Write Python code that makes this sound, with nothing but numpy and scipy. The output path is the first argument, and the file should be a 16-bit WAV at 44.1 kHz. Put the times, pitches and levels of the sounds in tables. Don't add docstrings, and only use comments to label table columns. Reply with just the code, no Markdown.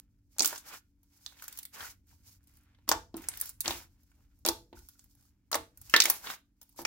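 import sys
import numpy as np
from scipy import signal
from scipy.fft import rfft, irfft
from scipy.io import wavfile
from scipy.ndimage import uniform_filter1d

SR = 44100
rng = np.random.default_rng(int(sys.argv[2]) if len(sys.argv) > 2 else 0)


def amplitude_ratio(level_db):
    exponent = np.asarray(level_db, float) / 20
    return 10 ** exponent


def store_wav(level_fs):
    pcm = np.round(np.clip(np.atleast_2d(level_fs), -1, 1) * 32767)
    wavfile.write(sys.argv[1], SR, pcm.T.astype(np.int16))


N = 302526
MILLIS = np.arange(0, N / SR + .01, .001)
PORT_LAG_S = .00008
GESTURE_ROUND = 2.2
MIRROR = np.array([[1], [-1]])


def band(x, lo_hz, hi_hz, order=2):
    sos = signal.butter(order, [lo_hz, min(hi_hz, .47 * SR)], "band", fs=SR, output="sos")
    return signal.sosfilt(sos, x)


def fade(t60_s, size):
    return np.exp(-np.log(1000) * np.arange(size) / (t60_s * SR))


def unit(x):
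    return x / np.sqrt(np.mean(x ** 2))


def add(out, start_s, x, peak_db):
    travel_s = .0008
    i = int((start_s + travel_s) * SR)
    x = x[..., :N - i]
    out[:, i:i + x.shape[-1]] += amplitude_ratio(peak_db + 4.0) * x / np.abs(x).max(1).mean()


def walk(rate_hz):
    k = int(SR / rate_hz)
    steps = np.repeat(rng.standard_normal(N // k + 1), k)
    smooth = uniform_filter1d(uniform_filter1d(steps, k), k)
    return unit(smooth[:N])


def crackle(per_s, spread_db, apart, wash):
    hits = rng.random((3, N)) < per_s / SR
    size_db = spread_db * np.minimum(rng.exponential(size=(3, N)), 3)
    clicks = hits * amplitude_ratio(size_db) * np.clip(rng.standard_normal((3, N)), -2, 2)
    clicks = unit(clicks) + wash * rng.standard_normal((3, N))
    return clicks[0] + apart * clicks[1:]


def humps(peak_s, swell_s, fade_s, level_db, round_top):
    late_s = MILLIS - peak_s[:, None]
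    span = np.where(late_s < 0, -late_s / swell_s[:, None], late_s / fade_s[:, None])
    return amplitude_ratio(level_db[:, None] - 20 * span ** round_top)


def control(gain):
    return np.interp(np.arange(N) / SR * 1000, np.arange(len(gain)), gain)


def air(t):
    # freq_hz, density_db (per Hz)
    spectrum = np.array([(15, -45.5), (25, -16), (41, -3), (65, -7), (95, -14.5), (159, -30), (238, -17.5),
                         (296, -14.5), (410, -32), (1120, -57), (16500, -61)])
    # freq_hz, level_db
    hum_lines = [(190, -88.5), (238, -89), (286, -85)]
    tone_db = -75.5 + 1.0
    f_hz = np.fft.rfftfreq(N, 1 / SR) + 1
    shape = amplitude_ratio(np.interp(np.log(f_hz), np.log(spectrum[:, 0]), spectrum[:, 1]))
    mid, side = rfft(rng.standard_normal((2, N))) * shape
    tone = irfft(mid + np.clip(f_hz / 1500, .15, 1) * side * MIRROR, N)
    hum = 0
    for hz, level_db in hum_lines:
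        gain = amplitude_ratio(level_db + 7.5 + 0.76 * walk(8.2))
        hum = hum + gain * np.sin(2 * np.pi * hz * t + 0.44 * walk(1.4))
    return unit(tone) * amplitude_ratio(tone_db) + hum


def peel():
    # peak_s, swell_s, fade_s, crackle_db, hollow_db (re crackle)
    peels = [(0.005, 0.071, 0.053, -83.5, -4), (.335, 0.034, 0.065, -77, -7), (0.488, 0.098, 0.12, -46, -5),
             (1.081, 0.057, 0.074, -86.5, -31), (0.70, 0.065, 0.084, -59.5, 5.5),
             (0.763, 0.083, 0.041, -59, -3), (1.249, 0.14, 0.099, -74.5, -14), (1.55, 0.37, 0.11, -64, -2),
             (1.76, 0.036, 0.065, -57.5, -0.5), (1.845, 0.098, 0.1, -53.5, -1.5),
             (2.119, 0.056, 0.053, -72.5, -4), (2.29, 0.062, 0.092, -66.5, -9), (2.19, 0.043, .06, -80, -7),
             (2.518, 0.12, 0.16, -80, -2), (3.189, 0.044, 0.19, -62.5, 2.5),
             (3.44, 0.072, 0.099, -53, -10.5), (3.654, 0.013, 0.097, -47.5, 3.5),
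             (3.739, 0.11, 0.11, -51.5, 1), (4.05, 0.28, 0.54, -85, -3.5), (4.776, 0.03, 0.075, -65.5, -14),
             (4.901, 0.14, 0.33, -74.5, -13.5), (5.229, 0.094, 0.1, -83, -4.5),
             (5.885, 0.15, 0.2, -78, -10), (6.1, 0.21, 0.11, -46, -1.5), (6.287, 0.071, 0.089, -48.5, 2.5),
             (6.626, 0.015, 0.32, -80.5, -12.5), (6.797, 0.03, 0.042, -54, -6),
             (2.887, 0.01, 0.01, -47.5, -5), (3.361, .04, 0.037, -61.5, -2)]
    # peak_s, swell_s, fade_s, hollow_db
    seeps = [
        (1.13, 0.045, 0.09, -84.5),
        (2.681, 0.2, 0.33, -82.5),
        (3.381, 0.14, .12, -62.5),
        (4.76, 0.028, 0.068, -75),
        (5.38, 0.15, 0.18, -96),
        (5.72, 0.087, 0.055, -89.5),
    ]
    # centre_hz, width_hz, level_db
    folds = [(950, 290, -2.5), (1480, 520, 2), (2220, 690, -1.5), (536, 830, -2.5)]
    rest, patchy_db, sheen_db = amplitude_ratio(-94.5), 3, 4
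    peak_s, swell_s, fade_s, crackle_db, hollow_db = np.transpose(peels)
    pull = humps(peak_s, swell_s, fade_s, crackle_db, GESTURE_ROUND)
    threads = crackle(2500, 2.4, 2.6, .9) * amplitude_ratio(2.6 * walk(60))
    gulps = crackle(540, 2.4, 1.0, 0.9)
    hollow = 0
    for hz, width_hz, level_db in folds:
        ring = unit(band(gulps, hz - width_hz / 2, hz + width_hz / 2, order=1))
        hollow = hollow + amplitude_ratio(level_db + patchy_db * walk(45)) * ring
    skin_gain = control(pull.sum(0) + rest)
    seep = humps(*np.transpose(seeps), GESTURE_ROUND).sum(0)
    fold_gain = control(amplitude_ratio(hollow_db) @ pull + seep + rest)
    bright = unit(band(threads, 4600, 8500)) + amplitude_ratio(sheen_db) * unit(band(threads, 6300, 17000))
    return amplitude_ratio(1.0) * (skin_gain * bright + fold_gain * unit(hollow))


def rumble():
    # peak_s, rumble_db, fade_s
    leans = [(0.02, -68, 1.6), (1.26, -75, 1.6), (1.83, -64, 0.61), (2.12, -66, 1.6), (2.94, -48, 0.14),
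             (3.17, -56, 0.85), (3.7, -54.5, 0.24), (4.2, -68, 0.68), (4.51, -50.5, 0.14),
             (4.771, -55.5, 0.11), (5.05, -69, 1.2), (5.62, -50, 0.057), (5.809, -58, 0.35),
             (6.84, -58, 0.046)]
    swell_s, rest_db = 0.092, -76.5
    mid = unit(band(rng.standard_normal(N), 41.0, 98.4))
    side = unit(band(rng.standard_normal(N), 35, 63))
    peak_s, level_db, fade_s = np.transpose(leans)
    load = humps(peak_s, np.full(len(peak_s), swell_s), fade_s, level_db, 0.87).sum(0) + amplitude_ratio(rest_db)
    return control(load) * amplitude_ratio(-1.5) * (mid + 0.21 * side * MIRROR)


def pockets():
    # start_s, snap_db, snap_hz, pocket_hz, pocket_db (re snap)
    bursts = [(.394, -16.5, 5670, 3000, -47), (.4052, -15, 5600, 878, -15.5),
              (.4204, -15.5, 7500, 855, -28), (.4293, -16, 8060, 2315, -19), (.5579, -35, 5400, 1570, -12),
              (.5771, -29.5, 7880, 940, -30), (1.2611, -34.5, 4860, 1250, -18.5),
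              (2.9143, -14.5, 5600, 941, -4), (2.9224, -19.5, 5120, 930, -19),
              (3.2856, -22.5, 9500, 2166, -20.5), (3.6571, -26, 3430, 3030, -11.5),
              (3.677, -20.5, 5300, 926, -10.5), (3.7065, -24, 3450, 916, -9.5),
              (4.4496, -21.5, 4680, 628, -13.5), (4.9918, -45.5, 6640, 1480, -23),
              (5.527, -18, 4800, 944, -13), (5.542, -15.5, 6780, 1250, -11), (5.9382, -12.5, 4050, 1775, 4),
              (5.9623, -6.5, 3680, 1927, -11.5), (6.0007, -6, 4750, 2967, -18),
              (6.0186, -9.5, 4380, 2197, -26), (6.2998, -29, 3000, 1208, -7.5)]
    # start_s, snap_db, snap_hz, pocket_hz, pocket_db (re snap)
    spits = [(0.383, -31.5, 4850, 910, -17.5), (0.445, -19, 4950, 1490, -13), (0.457, -13, 7500, 870, -42),
             (0.473, -20.5, 8400, 2180, -30), (0.5264, -39, 4470, 960, 1),
             (1.4214, -34.5, 7710, 1533, -12.5), (1.4396, -36, 7140, 1480, -19),
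             (1.4794, -30, 7800, 1600, -18.5), (1.5729, -35, 6800, 2100, -28),
             (1.5871, -28.5, 7390, 3120, -18.5), (2.889, -14.5, 5400, 980, -15),
             (3.6047, -20, 8430, 2734, -29.5), (4.461, -17.5, 4210, 668, -13.5),
             (4.4745, -24.5, 3640, 606, -34), (4.4859, -15.5, 4870, 640, -15),
             (4.886, -41.5, 6460, 1470, -20.5), (5.5145, -29.5, 5440, 1290, -8.5),
             (5.5524, -22.5, 4000, 692, -3.5), (5.8958, -36, 5670, 3100, -13),
             (6.0375, -18, 8200, 1880, -19), (6.8506, -31, 5490, 1200, -8), (6.0538, -16, 5300, 2220, -7.5),
             (6.6133, -40.5, 7000, 926, -25), (6.7896, -44, 6020, 855, 4.5)]
    # start_s, snap_db, snap_hz, pocket_hz
    blisters = [(1.0301, -61.5, 7100, 955), (1.5248, -44.5, 4130, 1580), (1.6287, -43.5, 4560, 2760),
                (1.651, -41.5, 4130, 2210), (2.0681, -68, 7820, 1620), (2.438, -67, 5530, 900),
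                (2.471, -60.5, 4840, 831), (2.4914, -67, 5200, 910), (2.5368, -67, 5420, 908),
                (2.5691, -58.5, 5220, 944), (3.1661, -41, 8100, 655), (3.2184, -47.5, 7600, 1470),
                (3.3721, -35, 6000, 2000), (3.399, -36, 8330, 1800), (3.4124, -27, 8100, 2220),
                (3.455, -36, 6900, 1620), (3.491, -37.5, 8800, 1530), (4.0313, -63, 6800, 597),
                (4.388, -67.5, 7530, 628), (5.04, -56.5, 7930, 1178), (5.1501, -60.5, 7250, 858),
                (5.19, -73, 5500, 884), (5.224, -63.5, 5010, 868), (5.7729, -47, 7750, 1466),
                (5.8132, -45, 8300, 1370), (5.861, -62.5, 3440, 2220), (6.0986, -11.5, 7200, 1076),
                (6.6272, -51, 6380, 890), (6.691, -57, 6380, 960), (6.7603, -58.5, 9500, 967),
                (5.252, -69, 5200, 1250), (2.585, -67.5, 9000, 910), (2.633, -67, 5980, 932),
                (6.816, -42.5, 6900, 910), (6.724, -63, 6000, 900)]
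    # start_s, snap_db, snap_hz, pocket_hz
    gulps = [(0.3633, -57.5, 4670, 856), (1.322, -54, 6250, 1530), (1.3957, -52, 3480, 2540),
             (1.8051, -35.5, 3100, 1550), (2.7462, -64.5, 3140, 2110), (2.7854, -66.5, 3060, 930),
             (2.877, -40.5, 5150, 1221), (3.1413, -42, 4060, 670), (3.239, -43, 6880, 1990),
             (3.3368, -43, 3260, 2100), (4.1151, -62.5, 8080, 1604), (4.7275, -49.5, 3300, 680),
             (4.79, -76, 5400, 2600), (6.8143, -48, 5500, 996), (6.8502, -19, 5070, 2530),
             (1.369, -58, 3750, 1940), (1.388, -56, 3200, 2300), (1.4317, -51.5, 3600, 1500),
             (1.454, -52, 3780, 2020), (3.176, -49, 3000, 1300), (3.315, -48, 3300, 2200),
             (3.423, -42.5, 3460, 1710), (6.076, -32, 3300, 600), (6.304, -39, 3700, 2820),
             (6.27, -34, 3200, 2150)]
    sheens_db = (-17, -5.5, -0.5, -21.5)
    blister_ring_db, gulp_ring_db = -20, -5.5
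    blisters = [(*row, blister_ring_db) for row in blisters]
    gulps = [(*row, gulp_ring_db) for row in gulps]
    kinds = zip([bursts, spits, blisters, gulps], sheens_db)
    return [(*row, sheen_db) for rows, sheen_db in kinds for row in rows]


def pops():
    tear_t60_s, snap_t60_s, ring_t60_s = 0.037, 0.0023, 0.022
    glide, apart, slosh_gain = 0.073, 2.2, 1.1
    ring_lead_s = .00005
    out, size = np.zeros((2, N)), 3000
    t = np.arange(size) / SR
    tear = fade(tear_t60_s, size) + 0.7 * fade(snap_t60_s, size)
    onset = 1 - np.exp(-t / .0003)
    for start_s, snap_db, snap_hz, pocket_hz, pocket_db, sheen_db in pockets():
        chance = rng.standard_normal((4, size))
        fray = (chance[0] + apart * chance[1:3]) * amplitude_ratio(4.8 * chance[3]) * tear * onset
        add(out, start_s, band(fray, snap_hz / 1.242, snap_hz * 1.304), snap_db - 4.0)
        add(out, start_s, band(fray, snap_hz / 2.3, snap_hz / 1.714), snap_db - 18.0)
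        add(out, start_s, band(fray, 8000, 17000, order=3), snap_db + sheen_db + 5.5)
        phase = 2 * np.pi * pocket_hz * (t - glide * 0.0026 * (1 - np.exp(-t / 0.0005)))
        port_phase = .25 * MIRROR * (chance[3, 1] / 1500 + 4 * np.pi * ring_lead_s) * pocket_hz
        ring = np.sin(phase + port_phase) * fade(ring_t60_s, size)
        ring = band(ring, 300, 9000)
        slosh = band(fray + 1.5 * fray.mean(0), pocket_hz / 1.76, pocket_hz * 1.75)
        cavity = ring + slosh_gain * slosh / np.abs(slosh).max()
        add(out, start_s, cavity, snap_db + pocket_db + 3.0)
    return out


def cracks():
    # start_s, level_db, centre_hz, pan_db (left minus right), late_us (left port)
    films = [(.3833, -23, 7000, 0, 20), (.3935, -11, 6000, -3, 20), (.4044, -9, 5200, -5, 40),
             (.4209, -18, 7200, -5, 0), (.4571, -12, 6500, -6, 0), (1.2617, -27, 4900, -6, -20),
             (1.4232, -37, 12000, 3, 0), (1.4397, -38, 12000, -3, 60), (1.479, -36, 11000, 0, -20),
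             (1.5734, -35, 11500, 0, 60), (1.587, -29, 12000, -5, -20), (1.631, -38, 12000, -2, 0),
             (1.6524, -29, 12000, 0, 20), (2.8898, -16, 5000, 2, -40), (2.9144, -12, 5000, 2, 20),
             (2.9228, -20, 6000, -3, 0), (3.1675, -31, 12000, 6, 0), (3.2855, -14, 8000, 2, 0),
             (3.4118, -13, 12000, 4, 0), (3.6786, -15, 5900, 2, -20), (4.4495, -23, 5900, 2, -20),
             (4.4612, -17, 5200, -2, -70), (4.486, -11, 5500, -2, -90), (4.8867, -42, 12000, -5, 0),
             (4.9928, -44, 6000, 2, 0), (5.151, -55, 12000, 0, 0), (5.5291, -20, 4900, 0, -70),
             (6.0012, -9, 5700, 0, -70), (6.0022, -6, 5700, -1, 0), (6.0542, -15, 6000, -2, -70),
             (6.0986, -14, 12000, 1, -40), (6.8497, -21, 4650, -2, 40)]
    t60_s, span, body_db = .0035, 1.3, -15
    apart, lead = 0.8, 3
    out, size = np.zeros((2, N)), 400
    for start_s, level_db, hz, pan_db, late_us in films:
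        chance = rng.standard_normal((3, size))
        chance[0, 0] = lead
        burst = (chance[0] + apart * chance[1:]) * fade(t60_s, size)
        burst = np.pad(burst, ((0, 0), (8, 8)))
        ring = band(burst, hz / span, hz * span)
        body = band(burst, 800, hz / span, order=1)
        left, right = ring + amplitude_ratio(body_db) * body * np.abs(ring[0]).max() / np.abs(body).max()
        left = np.roll(left, round((late_us * 1e-6 + PORT_LAG_S) * SR))
        ports = np.array([left / np.abs(left).max(), right / np.abs(right).max()])
        add(out, start_s, ports * amplitude_ratio(pan_db * MIRROR / 2), level_db - 1.5)
    return out


def knocks():
    # start_s, deep_db, upper_db (re deep)
    presses = [(0.402, -33, 2.5), (0.421, -36.5, 2), (0.526, -54.5, 9), (2.877, -42, -2.5),
               (2.889, -37, 6.5), (2.913, -36.5, 15), (2.926, -41.5, 16), (3.141, -30, -7),
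               (3.166, -34.5, -15), (3.656, -42, 6), (3.677, -36, 0), (3.706, -38.5, -1), (4.45, -37, -4),
               (4.461, -38.5, -1), (4.473, -30.5, 3.5), (4.485, -34.5, 10), (4.727, -42, -4.5),
               (5.517, -55.5, 5), (5.528, -50, 11), (5.55, -33, 3), (5.938, -34, 11.5), (5.961, -36, 7.5),
               (6.05, -39.5, 9.5), (6.095, -62, 4), (6.265, -53.5, 14.5), (6.3, -63, -3),
               (6.79, -39.5, 0.5), (6.851, -46.5, 17.5)]
    # freq_hz, level_db, t60_s
    table_modes = [(254, 1.5, 0.019), (335.1, -3, 0.34), (443, -7, 0.15), (490, -7.5, 0.15), (668, 0, 0.12),
                   (856, -2.5, 0.093), (899, 0.5, 0.13), (1250, -12, 0.18)]
    wobble, push_t60_s, longest_ring_s = 0.52, .19, .11
    detune, spot_spread_db = .01, 1.6
    out, size = np.zeros((2, N)), 9000
    t = np.arange(size) / SR
    for start_s, deep_db, upper_db in presses:
        chance = rng.standard_normal((len(table_modes), 3))
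        rings = []
        for (hz, mode_db, t60_s), (spot, pitch, side) in zip(table_modes, chance):
            phase = 2 * np.pi * hz * (1 + detune * pitch) * t + hz / 2500 * side * MIRROR
            gain = amplitude_ratio(mode_db + spot_spread_db * spot)
            rings.append(gain * np.sin(phase) * fade(min(t60_s, longest_ring_s), size))
        rings = np.array(rings)
        push = wobble * rng.standard_normal(size) * fade(push_t60_s, size)
        push[:40] += np.hanning(40)
        deep, upper = rings[:2].sum(0), rings[2:].sum(0)
        for modes, level_db in [(deep, deep_db - 6.0), (upper, deep_db + upper_db - 6.5)]:
            pushed = signal.fftconvolve(modes, push[None], axes=1)[:, :size]
            add(out, start_s, band(pushed, 270, 1900, order=3), level_db)
    return out


def bubbles():
    # start_s, level_db, pitch_hz
    blips = [(0.71, -44, 1209), (0.734, -44, 876), (0.747, -42, 1410), (0.764, -54, 1680),
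             (1.369, -66.5, 1750), (1.768, -45, 1200), (1.795, -39, 1493), (1.824, -46, 1440),
             (1.845, -37, 1420), (1.864, -43, 1914), (2.111, -61, 1550), (2.127, -58.5, 900),
             (2.671, -68, 1182), (4.77, -49.5, 1448), (4.8, -59, 1440), (4.82, -61, 852),
             (4.953, -64, 1371), (5.024, -69, 1480), (5.19, -73.5, 1480), (5.251, -65.5, 1250),
             (6.245, -37, 1480), (6.27, -34, 1100), (6.744, -63, 910)]
    t60_s, rise_per_s, onset_s = 0.02, 2.5, 0.0013
    out, size = np.zeros((2, N)), 2500
    t = np.arange(size) / SR
    for start_s, level_db, hz in blips:
        port_phase = .4 * MIRROR * rng.standard_normal()
        ring = np.sin(2 * np.pi * hz * t * (1 + rise_per_s * t) + port_phase)
        add(out, start_s, ring * fade(t60_s, size) * (1 - np.exp(-t / onset_s)), level_db - 8.5)
    return out


def squishes(t):
    # peak_s, half_s (half length), level_db, fold_hz, glide_hz_per_s
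    squeezes = [(0.737, 0.033, -52, 1100, 10997.5), (1.82, 0.064, -45, 1500, 2502),
                (4.793, 0.067, -80, 1700, 0), (4.96, 0.12, -86, 1450, 198), (5.221, 0.093, -81, 1100, -500),
                (5.983, 0.043, -33, 1750, 499.5), (6.809, 0.039, -50, 670, -3000),
                (6.268, 0.012, -43, 3600, -0.5), (3.699, 0.1, -60.5, 1500, 0),
                (3.719, 0.045, -44, 2700, -0.5), (4.2, .05, -75.5, 520, 0), (6.856, 0.017, -62, 2700, 0)]
    width_hz = 550
    out = np.zeros((2, N))
    flow = unit(band(crackle(500, 5.3, 0.88, 0.43), 12, width_hz))
    for peak_s, half_s, level_db, hz, glide in squeezes:
        i, j = max(int((peak_s - 2 * half_s) * SR), 0), int((peak_s + 2 * half_s) * SR)
        late_s = t[i:j] - peak_s
        tone = np.sin(2 * np.pi * (hz * late_s + glide * late_s ** 2 / 2))
        out[:, i:j] += amplitude_ratio(level_db - 20 * (late_s / half_s) ** 2) * flow[:, i:j] * tone
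    return out


def ticks():
    # start_s, level_db, low_edge_hz (bottom of the snap's band)
    snaps = [(1.0997, -66, 7500), (1.1694, -55.5, 9000), (1.2204, -57.5, 3940), (1.2944, -47, 4450),
             (2.111, -63, 3740), (2.1496, -70, 7440), (2.2695, -53, 6830), (2.3084, -56.5, 7060),
             (2.43, -59.5, 4720), (2.48, -56, 4250), (2.5134, -62.5, 5510), (2.6094, -61, 6550),
             (2.6252, -66, 7280), (2.654, -66, 4750), (2.732, -74, 3920), (3.3565, -39.5, 6990),
             (3.929, -71, 5010), (3.9788, -71.5, 7840), (4.15, -61, 4360), (4.2194, -79, 4390),
             (4.7901, -41.5, 5440), (4.824, -60.5, 7500), (4.9344, -61, 7140), (5.0582, -66, 4950),
             (5.2092, -54.5, 4700), (5.2355, -60.5, 4720), (5.79, -62, 8510), (5.8292, -57.5, 9410),
             (1.497, -46, 6000), (3.433, -36.5, 9000), (3.205, -50, 11000), (3.3385, -44, 12000),
             (1.396, -45, 9000)]
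    t60_s = .012
    out, size = np.zeros((2, N)), 900
    for start_s, level_db, hz in snaps:
        snap = rng.standard_normal((2, size)) * fade(t60_s, size)
        add(out, start_s, band(snap, hz / 0.97, hz * 3.0, order=1), level_db - 5.5)
    return out


def room(x):
    bands = [(437, 0.42, -7), (1100, 0.15, -4.5), (2646, 0.21, -5), (4130, 0.24, -7), (7500, 0.28, -16),
             (15600, 0.25, -13.5)]
    gap_s = .002
    tail, lo_hz, size = 0, 150, 16000
    for hz, t60_s, level_db in bands:
        mid, side = band(rng.standard_normal((2, size)), lo_hz, hz) * fade(t60_s, size)
        both = mid + min((hz / 2500) ** 2.1, 1) * side * MIRROR
        scale = np.sqrt((hz - lo_hz) / SR / np.sum(mid ** 2))
        tail = tail + amplitude_ratio(level_db) * both * scale
        lo_hz = hz
    tail = np.pad(tail, ((0, 0), (int(gap_s * SR), 0)))
    return signal.fftconvolve(x, tail, axes=1)[:, :N]


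def scene():
    t = np.arange(N) / SR
    around = rumble() + air(t)
    skin = peel() + squishes(t)
    table = knocks()
    slime = pops() + cracks() + bubbles() + ticks()
    near = slime + table + skin + room(slime + 1.2 * table + 0.37 * skin)
    left, right = near * amplitude_ratio(-.5 * MIRROR)
    right = np.roll(right, int(PORT_LAG_S * SR))
    return np.array([left, right]) + around


def roll_off(x):
    return signal.sosfilt(signal.butter(12, 16990, fs=SR, output="sos"), x)


def record(dry):
    ceiling, top_hz = .95, 15900
    rounded = np.tanh(dry / ceiling) * ceiling
    low_pass = signal.ellip(6, .2, 22, top_hz, fs=SR, output="sos")
    mix = signal.sosfilt(low_pass, rounded)
    return roll_off(mix)


dry = scene()
out = record(dry)
store_wav(out)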